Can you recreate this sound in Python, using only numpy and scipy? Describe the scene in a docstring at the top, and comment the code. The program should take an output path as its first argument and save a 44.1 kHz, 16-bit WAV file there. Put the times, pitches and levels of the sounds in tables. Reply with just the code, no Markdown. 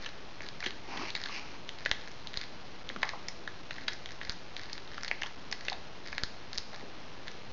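"""A quiet room with a wooden floor; a cat chews its prey, close enough that direct sound outweighs the room.
Two or three bites a second: random clicks ringing the mouth make the wet crackle, small snaps the splinters.
Louder bones snap as one impulse among crumbling splinters; under some, the overloaded microphone thumps.
Jaw and prey knock softly; early on the prey rubs over the boards: dense little slips ring boards and fur.
Dull room noise with a faint whine lies under it; a small 8-bit camera adds a faint, gritty hiss."""
import sys
import numpy as np
from scipy import signal
from scipy.fft import rfft, irfft
from scipy.io import wavfile

SR = 44100
rng = np.random.default_rng(int(sys.argv[2]) if len(sys.argv) > 2 else 0)


def digitize_waveform(pressure):
    """Quantize a signal to 16-bit integers and store it at the path in sys.argv[1].

    Rows of a 2-D input are taken as channels; values are limited to [-1, 1].
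    """
    field = np.atleast_2d(pressure).T
    bounded = np.clip(field, -1, 1)
    quanta = np.round(bounded * 32767).astype(np.int16)
    wavfile.write(sys.argv[1], SR, quanta)


N = 331632

# Levels are at the microphone, before the camera; those of sounds from the cat are also before the room.
# squeezes of the jaws: [start t/s, end t/s, crackle level/dB]
BITES = [(0.0, 0.109, -51), (0.401, 0.48, -52), (0.59, 0.709, -47.5), (1.138, 1.309, -49.5),
         (1.78, 1.901, -51.5), (1.978, 2.128, -56), (2.33, 2.461, -51.5), (3.001, 3.119, -51.5),
         (3.69, 3.867, -55.5), (3.87, 3.948, -48), (4.081, 4.139, -52.5), (4.201, 4.34, -50.5),
         (4.549, 4.798, -53.5), (4.871, 5.097, -54.5), (5.212, 5.29, -51.5), (5.579, 5.73, -53),
         (6.039, 6.221, -54.5), (6.521, 6.585, -53.5), (6.723, 6.827, -54.5), (7.249, 7.321, -55)]
# bones that break loudly: [break t/s, crumbling time/ms, mouth f/Hz, mouth level/dB, crack f/Hz, crack level/dB]
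BONE_SNAPS = [(0.0615, 2.2, 1800, -37.5, 2820, -35.5), (0.4061, 0.11, 2100, -39.5, 3530, -51),
              (0.4879, 0.16, 1740, -47, 4300, -38), (0.6267, 1.7, 1905, -34.5, 2930, -50),
              (0.6391, 3.2, 2070, -34.5, 2800, -35.5), (0.662, 1.5, 1626, -33, 2900, -29.5),
              (0.6702, 0.43, 2000, -41, 3970, -37.5), (0.9739, 1.9, 2030, -39.5, 3430, -36.5),
              (1.1042, 0.22, 2200, -56, 3970, -36), (1.1515, 0.85, 2050, -33, 4320, -30.5),
              (1.1629, 2.3, 1770, -41, 4300, -36), (1.2382, 0.13, 1740, -46, 4190, -33.5),
              (1.2593, 1.14, 1410, -38.5, 4040, -36), (1.6914, .1, 2120, -40, 3200, -34.5),
              (1.86, 1.05, 1705, -24.5, 2880, -31.5), (1.9141, .25, 2000, -24.5, 2890, -22.5),
              (2.2721, .3, 2190, -49.5, 3980, -36.5), (2.3409, 0.091, 1760, -43, 3650, -40),
              (2.3733, 0.44, 1710, -44.5, 4260, -28), (2.4133, 0.96, 2030, -42, 3810, -38),
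              (2.891, 0.084, 2480, -57, 3490, -35), (2.9, 0.097, 1830, -37, 2700, -52),
              (2.9622, 0.22, 1240, -37, 2780, -45.5), (3.0309, 1.07, 1950, -23, 4700, -34),
              (3.0915, 0.32, 2060, -36.5, 4750, -34.5), (3.2846, 1.1, 2090, -37, 5630, -33),
              (3.4763, 0.78, 1766, -33, 3520, -41), (3.7088, 0.84, 1850, -36, 3390, -39.5),
              (3.7819, 1.1, 1880, -38.5, 2660, -47), (3.8818, 1.74, 1785, -29.5, 3780, -26),
              (4.0588, 0.087, 2260, -42, 3220, -36.5), (4.2139, .4, 1750, -36, 3700, -50),
              (4.2959, 0.18, 1450, -42, 4620, -29.5), (4.566, .1, 2190, -40.5, 3730, -36),
              (4.7313, 0.16, 1800, -56, 4710, -33), (4.9803, 0.084, 1325, -37, 3100, -45.5),
              (5.0337, .3, 1790, -38.5, 5930, -36.5), (5.0473, 0.086, 1840, -39, 4660, -36.5),
              (5.0801, 1.3, 1850, -39.5, 4700, -35), (5.1134, .25, 2000, -25, 4630, -41),
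              (5.2203, 1, 2075, -31.5, 2680, -34.5), (5.2336, 0.34, 2410, -44, 2840, -32),
              (5.2615, 0.74, 1450, -44.5, 3370, -42), (5.5145, .1, 2140, -45, 5870, -39.5),
              (5.5261, 1.3, 1850, -32.5, 4620, -29.5), (5.6835, 0.76, 2270, -28.5, 3840, -32),
              (5.699, 0.052, 2060, -46.5, 4600, -32.5), (5.729, 0.72, 1780, -42, 3800, -36),
              (6.1286, 0.86, 1910, -35.5, 4750, -45), (6.181, 0.23, 1780, -30.5, 4420, -33.5),
              (6.2355, 0.22, 1460, -35, 4520, -26.5), (6.5313, .1, 1710, -46, 4570, -37),
              (6.5772, .1, 1520, -49, 5100, -32), (6.5824, 0.12, 1910, -42.5, 4800, -27.5),
              (7.281, 0.21, 1725, -40.5, 3850, -40)]
# dull one-sided thumps of the overloaded microphone under some sharp snaps: [t/s, level/dB]
OVERLOAD_THUMPS = [(1.9156, -29.5), (2.375, -34), (3.032, -44), (4.2947, -31.5), (6.2354, -27),
                   (6.585, -35)]
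# soft knocks of jaw and prey: [t/s, level/dB, f/Hz]
SOFT_KNOCKS = [(0.405, -44, 400), (0.663, -35.5, 314), (1.295, -40, 1005), (2.901, -41, 278),
               (2.961, -39, 225), (3.031, -29, 1020), (3.134, -35, 866), (5.237, -39, 944),
               (5.72, -33.5, 778), (6.729, -42, 746), (6.828, -40, 344)]
# tugs that drag the prey over the floor: [start t/s, end t/s, boards level/dB, fur level/dB]
TUGS = [(0.854, 1.028, -43.5, -46), (0.991, 1.097, -52, -44), (1.143, 1.552, -53.5, -54),
        (1.288, 1.376, -62, -42)]
# resonances of the floor: [f/Hz, width of a single pass/Hz, relative level/dB]
BOARD_MODES = [(300, 260, -4.5), (810, 750, -7.5)]
# broad resonances of the rustling fur: [f/Hz, width of a single pass/Hz, relative level/dB]
FUR_MODES = [(2520, 1400, -1), (4360, 3900, -6.5)]
# spectrum of the room noise: [f/Hz, relative level per Hz/dB]
ROOM_NOISE = [(20, -2), (130, -1.5), (350, -4), (850, -7), (1800, -13.5), (3000, -16), (6000, -26)]

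# the share of a bite spent swelling and fading; the mouth's pitch
BITE_TAPER, MOUTH_HZ = .4, 1889
# level is over the bite's crackle; both scatters are random spreads, that of pitch as a share
SPLINTERS_PER_S, SPLINTER_DB, SPLINTER_SCATTER_DB = 27, 6, 2
SPLINTER_HZ, SPLINTER_SCATTER = 4440, .15
LEAD_S = .005  # the build-up before a bone breaks
TUG_ATTACK_S, TUG_RELEASE_S = 0.068, .025
# walls' tail and early scatter, against the direct sound
ROOM_DB, SCATTER_DB = -11, -13.5
HISS_DB = -50.5
# camera: sample rate, one 8-bit step, top of the passed band
CAMERA_SR, STEP, TOP_HZ = 16000, 1 / 128, 7500


def chewing(mouth_width_hz=850, fizz_hz=4000, fizz_width_hz=3200, fizz_db=-2, gentle_db=-52, gentle_rate=450):
    """Wet crackle swells and fades with each squeeze; the harder the squeeze, the denser it gets."""
    out = np.zeros(N)
    for start, end, db in BITES:
        n = max(int((end - start) * SR), 256)
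        # clicks a second grow with the power of the bite
        rate = gentle_rate * undb(2 * (db - gentle_db))
        squeeze = signal.windows.tukey(n, BITE_TAPER)
        crackle = grains(n, rate, spread_db=5.5) * squeeze
        mouth = level(ring(crackle, MOUTH_HZ, mouth_width_hz, order=2), 0)
        fizz = level(ring(crackle, fizz_hz, fizz_width_hz, order=2), fizz_db)
        add(out, start, level(mouth + fizz, db))
    return out


def splinters(crumble_ms=.15, mouth_db=-4):
    """Small snaps at uneven moments through each bite, louder in a harder one."""
    out = np.zeros(N)
    for start, end, bite_db in BITES:
        count = max(round((end - start) * SPLINTERS_PER_S), 1)
        for k in range(count):
            # one at random in each equal share of the bite
            s = start + (end - start) * (k + rng.random()) / count
            db = bite_db + SPLINTER_DB + SPLINTER_SCATTER_DB * rng.standard_normal()
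            detune = np.exp(SPLINTER_SCATTER * rng.standard_normal(2))
            mouth_hz, crack_hz = np.array([MOUTH_HZ, SPLINTER_HZ]) * detune
            add(out, s - LEAD_S, snap(crumble_ms, mouth_hz, db + mouth_db, crack_hz, db))
    return out


def snaps():
    """The bones that break loudly, each with its own crumbling, mouth ring and crack."""
    out = np.zeros(N)
    for s, *bone in BONE_SNAPS:
        add(out, s - LEAD_S, snap(*bone))
    return out


def snap(crumble_ms, mouth_hz, mouth_db, crack_hz, crack_db, mouth_q=1.45, crack_q=2.3, jaw_hz=800, jaw_width_hz=1050,
         crumb_share=1.6, lead_share=.45, jaw_db=-11.0, tick_hz=6300, tick_width_hz=2200, tick_db=-6):
    """Splinters build up, the bone breaks in one impulse, more splinters die away; mouth, bone and jaw ring."""
    lead = int(LEAD_S * SR)
    t = (np.arange(1024) - lead) / SR
    crumble_ms = max(crumble_ms, .1)
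    fade_ms = np.where(t < 0, lead_share * (1 + crumble_ms), 1.9 * crumble_ms)
    push = grains(len(t), rate=5700, spread_db=0.5) * np.exp(-1000 * abs(t) / fade_ms)
    # the longer it crumbles, the more of the energy is in the splinters
    push *= crumb_share * crumble_ms / np.sqrt(np.sum(push ** 2) + 1e-6)
    push[lead] = 1  # the break itself
    mouth = burst(ring(push, mouth_hz, mouth_hz / mouth_q, order=4), mouth_db)
    crack = burst(ring(push, crack_hz, crack_hz / crack_q, order=2), crack_db)
    tick = burst(ring(push, tick_hz, tick_width_hz, order=2), crack_db + tick_db)
    jaw = burst(ring(push, jaw_hz, jaw_width_hz, order=2), mouth_db + jaw_db)
    return mouth + crack + tick + jaw


def overload_thumps(rise_s=0.0001, decay_s=0.0063):
    """Strong treble overloads the microphone preamp: a dull one-sided thump, quick onset, slower decay."""
    out, t = np.zeros(N), np.arange(2048) / SR
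    thump = np.exp(-t / rise_s) - np.exp(-t / decay_s)
    for s, db in OVERLOAD_THUMPS:
        add(out, s, undb(db) * thump)
    return out


def knocks(decay_s=0.0018, ring_s=0.031, ring_db=-13, q=1.5):
    """Blunt, scuffing contacts as fading noise; the boards ring on briefly under them."""
    out, t = np.zeros(N), np.arange(4096) / SR
    fade = np.exp(-t / decay_s) + undb(ring_db) * np.exp(-t / ring_s)
    for s, db, hz in SOFT_KNOCKS:
        scuff = rng.standard_normal(len(t)) * fade
        add(out, s, burst(ring(scuff, hz, hz / q, order=2), db))
    return out


def rubbing():
    """Each tug builds up, holds and lets go; dense little slips sound in the boards and rustle in the fur."""
    out, t = np.zeros(N), np.arange(N) / SR
    starts, ends, *levels = np.transpose(TUGS)
    pulls = []
    for start, end in zip(starts, ends):
        build_up = np.clip((t - start) / TUG_ATTACK_S, 0, 1)
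        let_go = np.exp(-np.maximum(t - end, 0) / TUG_RELEASE_S)
        pulls.append(build_up * let_go)
    for modes, tug_dbs in zip((BOARD_MODES, FUR_MODES), levels):
        slips = grains(N, rate=2800, spread_db=3.0)
        body = sum(undb(db) * ring(slips, hz, width, order=2) for hz, width, db in modes)
        drag = undb(tug_dbs) @ pulls  # overlapping tugs add up
        out += level(body, 0) * drag
    return out


def room(x, t60_s=.45, scatter_s=0.0088, gap_s=.003):
    """After a short gap, floor and furniture scatter the sound; the walls add a short tail."""
    t = np.arange(SR // 2) / SR
    tail, early = rng.standard_normal((2, len(t))) * (t > gap_s)
    tail *= np.exp(-np.log(1000) * t / t60_s)  # 60 dB down after t60_s
    early *= np.exp(-t / scatter_s)
    walls = undb(ROOM_DB) * tail / np.linalg.norm(tail)
    scatter = undb(SCATTER_DB) * early / np.linalg.norm(early)
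    return x + signal.fftconvolve(x, walls + scatter)[:N]


def hiss(whine_hz=4140, whine_width_hz=130, whine_db=-68):
    """Dull, steady room noise, white noise shaped by its spectrum, with a faint narrow whine."""
    hz, db = np.transpose(ROOM_NOISE)
    f = np.maximum(np.fft.rfftfreq(N, 1 / SR), 1)
    shape = undb(np.interp(np.log(f), np.log(hz), db))
    noise = irfft(rfft(rng.standard_normal(N)) * shape, N)
    whine = ring(rng.standard_normal(N), whine_hz, whine_width_hz, order=2)
    return level(noise, HISS_DB) + level(whine, whine_db)


def grains(n, rate, spread_db):
    """Random tiny clicks, rate a second, a few of them much larger than the rest."""
    chance, size, sign = rng.random((3, n))
    clicks = chance < rate / SR
    gain = undb(-spread_db * np.log(np.maximum(size, .02)))
    return clicks * gain * np.sign(sign - .5)


def ring(x, hz, width, order=1):
    """A resonance, passed order times; more passes make steeper sides."""
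    b, a = signal.iirpeak(min(hz, SR / 4), hz / width, fs=SR)
    for _ in range(order):
        x = signal.lfilter(b, a, x)
    return x


def undb(db):
    """Decibels to gain."""
    return 10 ** (np.asarray(db) / 20)


def level(x, db):
    """Set the rms level."""
    return x * undb(db) / np.sqrt(np.mean(x ** 2) + 1e-20)


def burst(x, db):
    """Give a short sound the energy of 5 ms at this rms level."""
    return x * undb(db) * np.sqrt(.005 * SR / (np.sum(x ** 2) + 1e-20))


def add(out, s, x):
    """Mix x in at time s, cut off at the end."""
    i = max(int(s * SR), 0)
    out[i:i + len(x)] += x[:max(N - i, 0)]


def scene():
    """The cat in the room, over the rubbing, the microphone's thumps and the hiss, which get no room."""
    cat = chewing() + splinters() + snaps() + knocks()
    without_room = overload_thumps() + rubbing() + hiss()
    return (room(cat) + without_room)[None]


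def record(dry, droop_db=-5.0):
    """The camera stores coarse 8-bit samples: quiet sound flips between two steps, which makes a gritty hiss."""
    offset = -1.27 * STEP  # rests off-centre, so that small swings cross a step
    samples = signal.resample_poly(dry, CAMERA_SR, SR, axis=-1) + offset
    coarse = np.round(samples / STEP) * STEP
    stepped = signal.resample_poly(coarse, SR, CAMERA_SR, axis=-1)[:, :N]
    # the treble droops ever faster towards the cut-off, by droop_db at 6 kHz
    f = np.minimum(np.fft.rfftfreq(N, 1 / SR), CAMERA_SR / 2)
    soft = irfft(rfft(stepped) * undb(droop_db * (f / 6000) ** 8), N)
    low_pass = signal.ellip(8, .2, 70, TOP_HZ, fs=SR, output="sos")
    return signal.sosfilt(low_pass, soft)


dry = scene()
out = record(dry)
digitize_waveform(out)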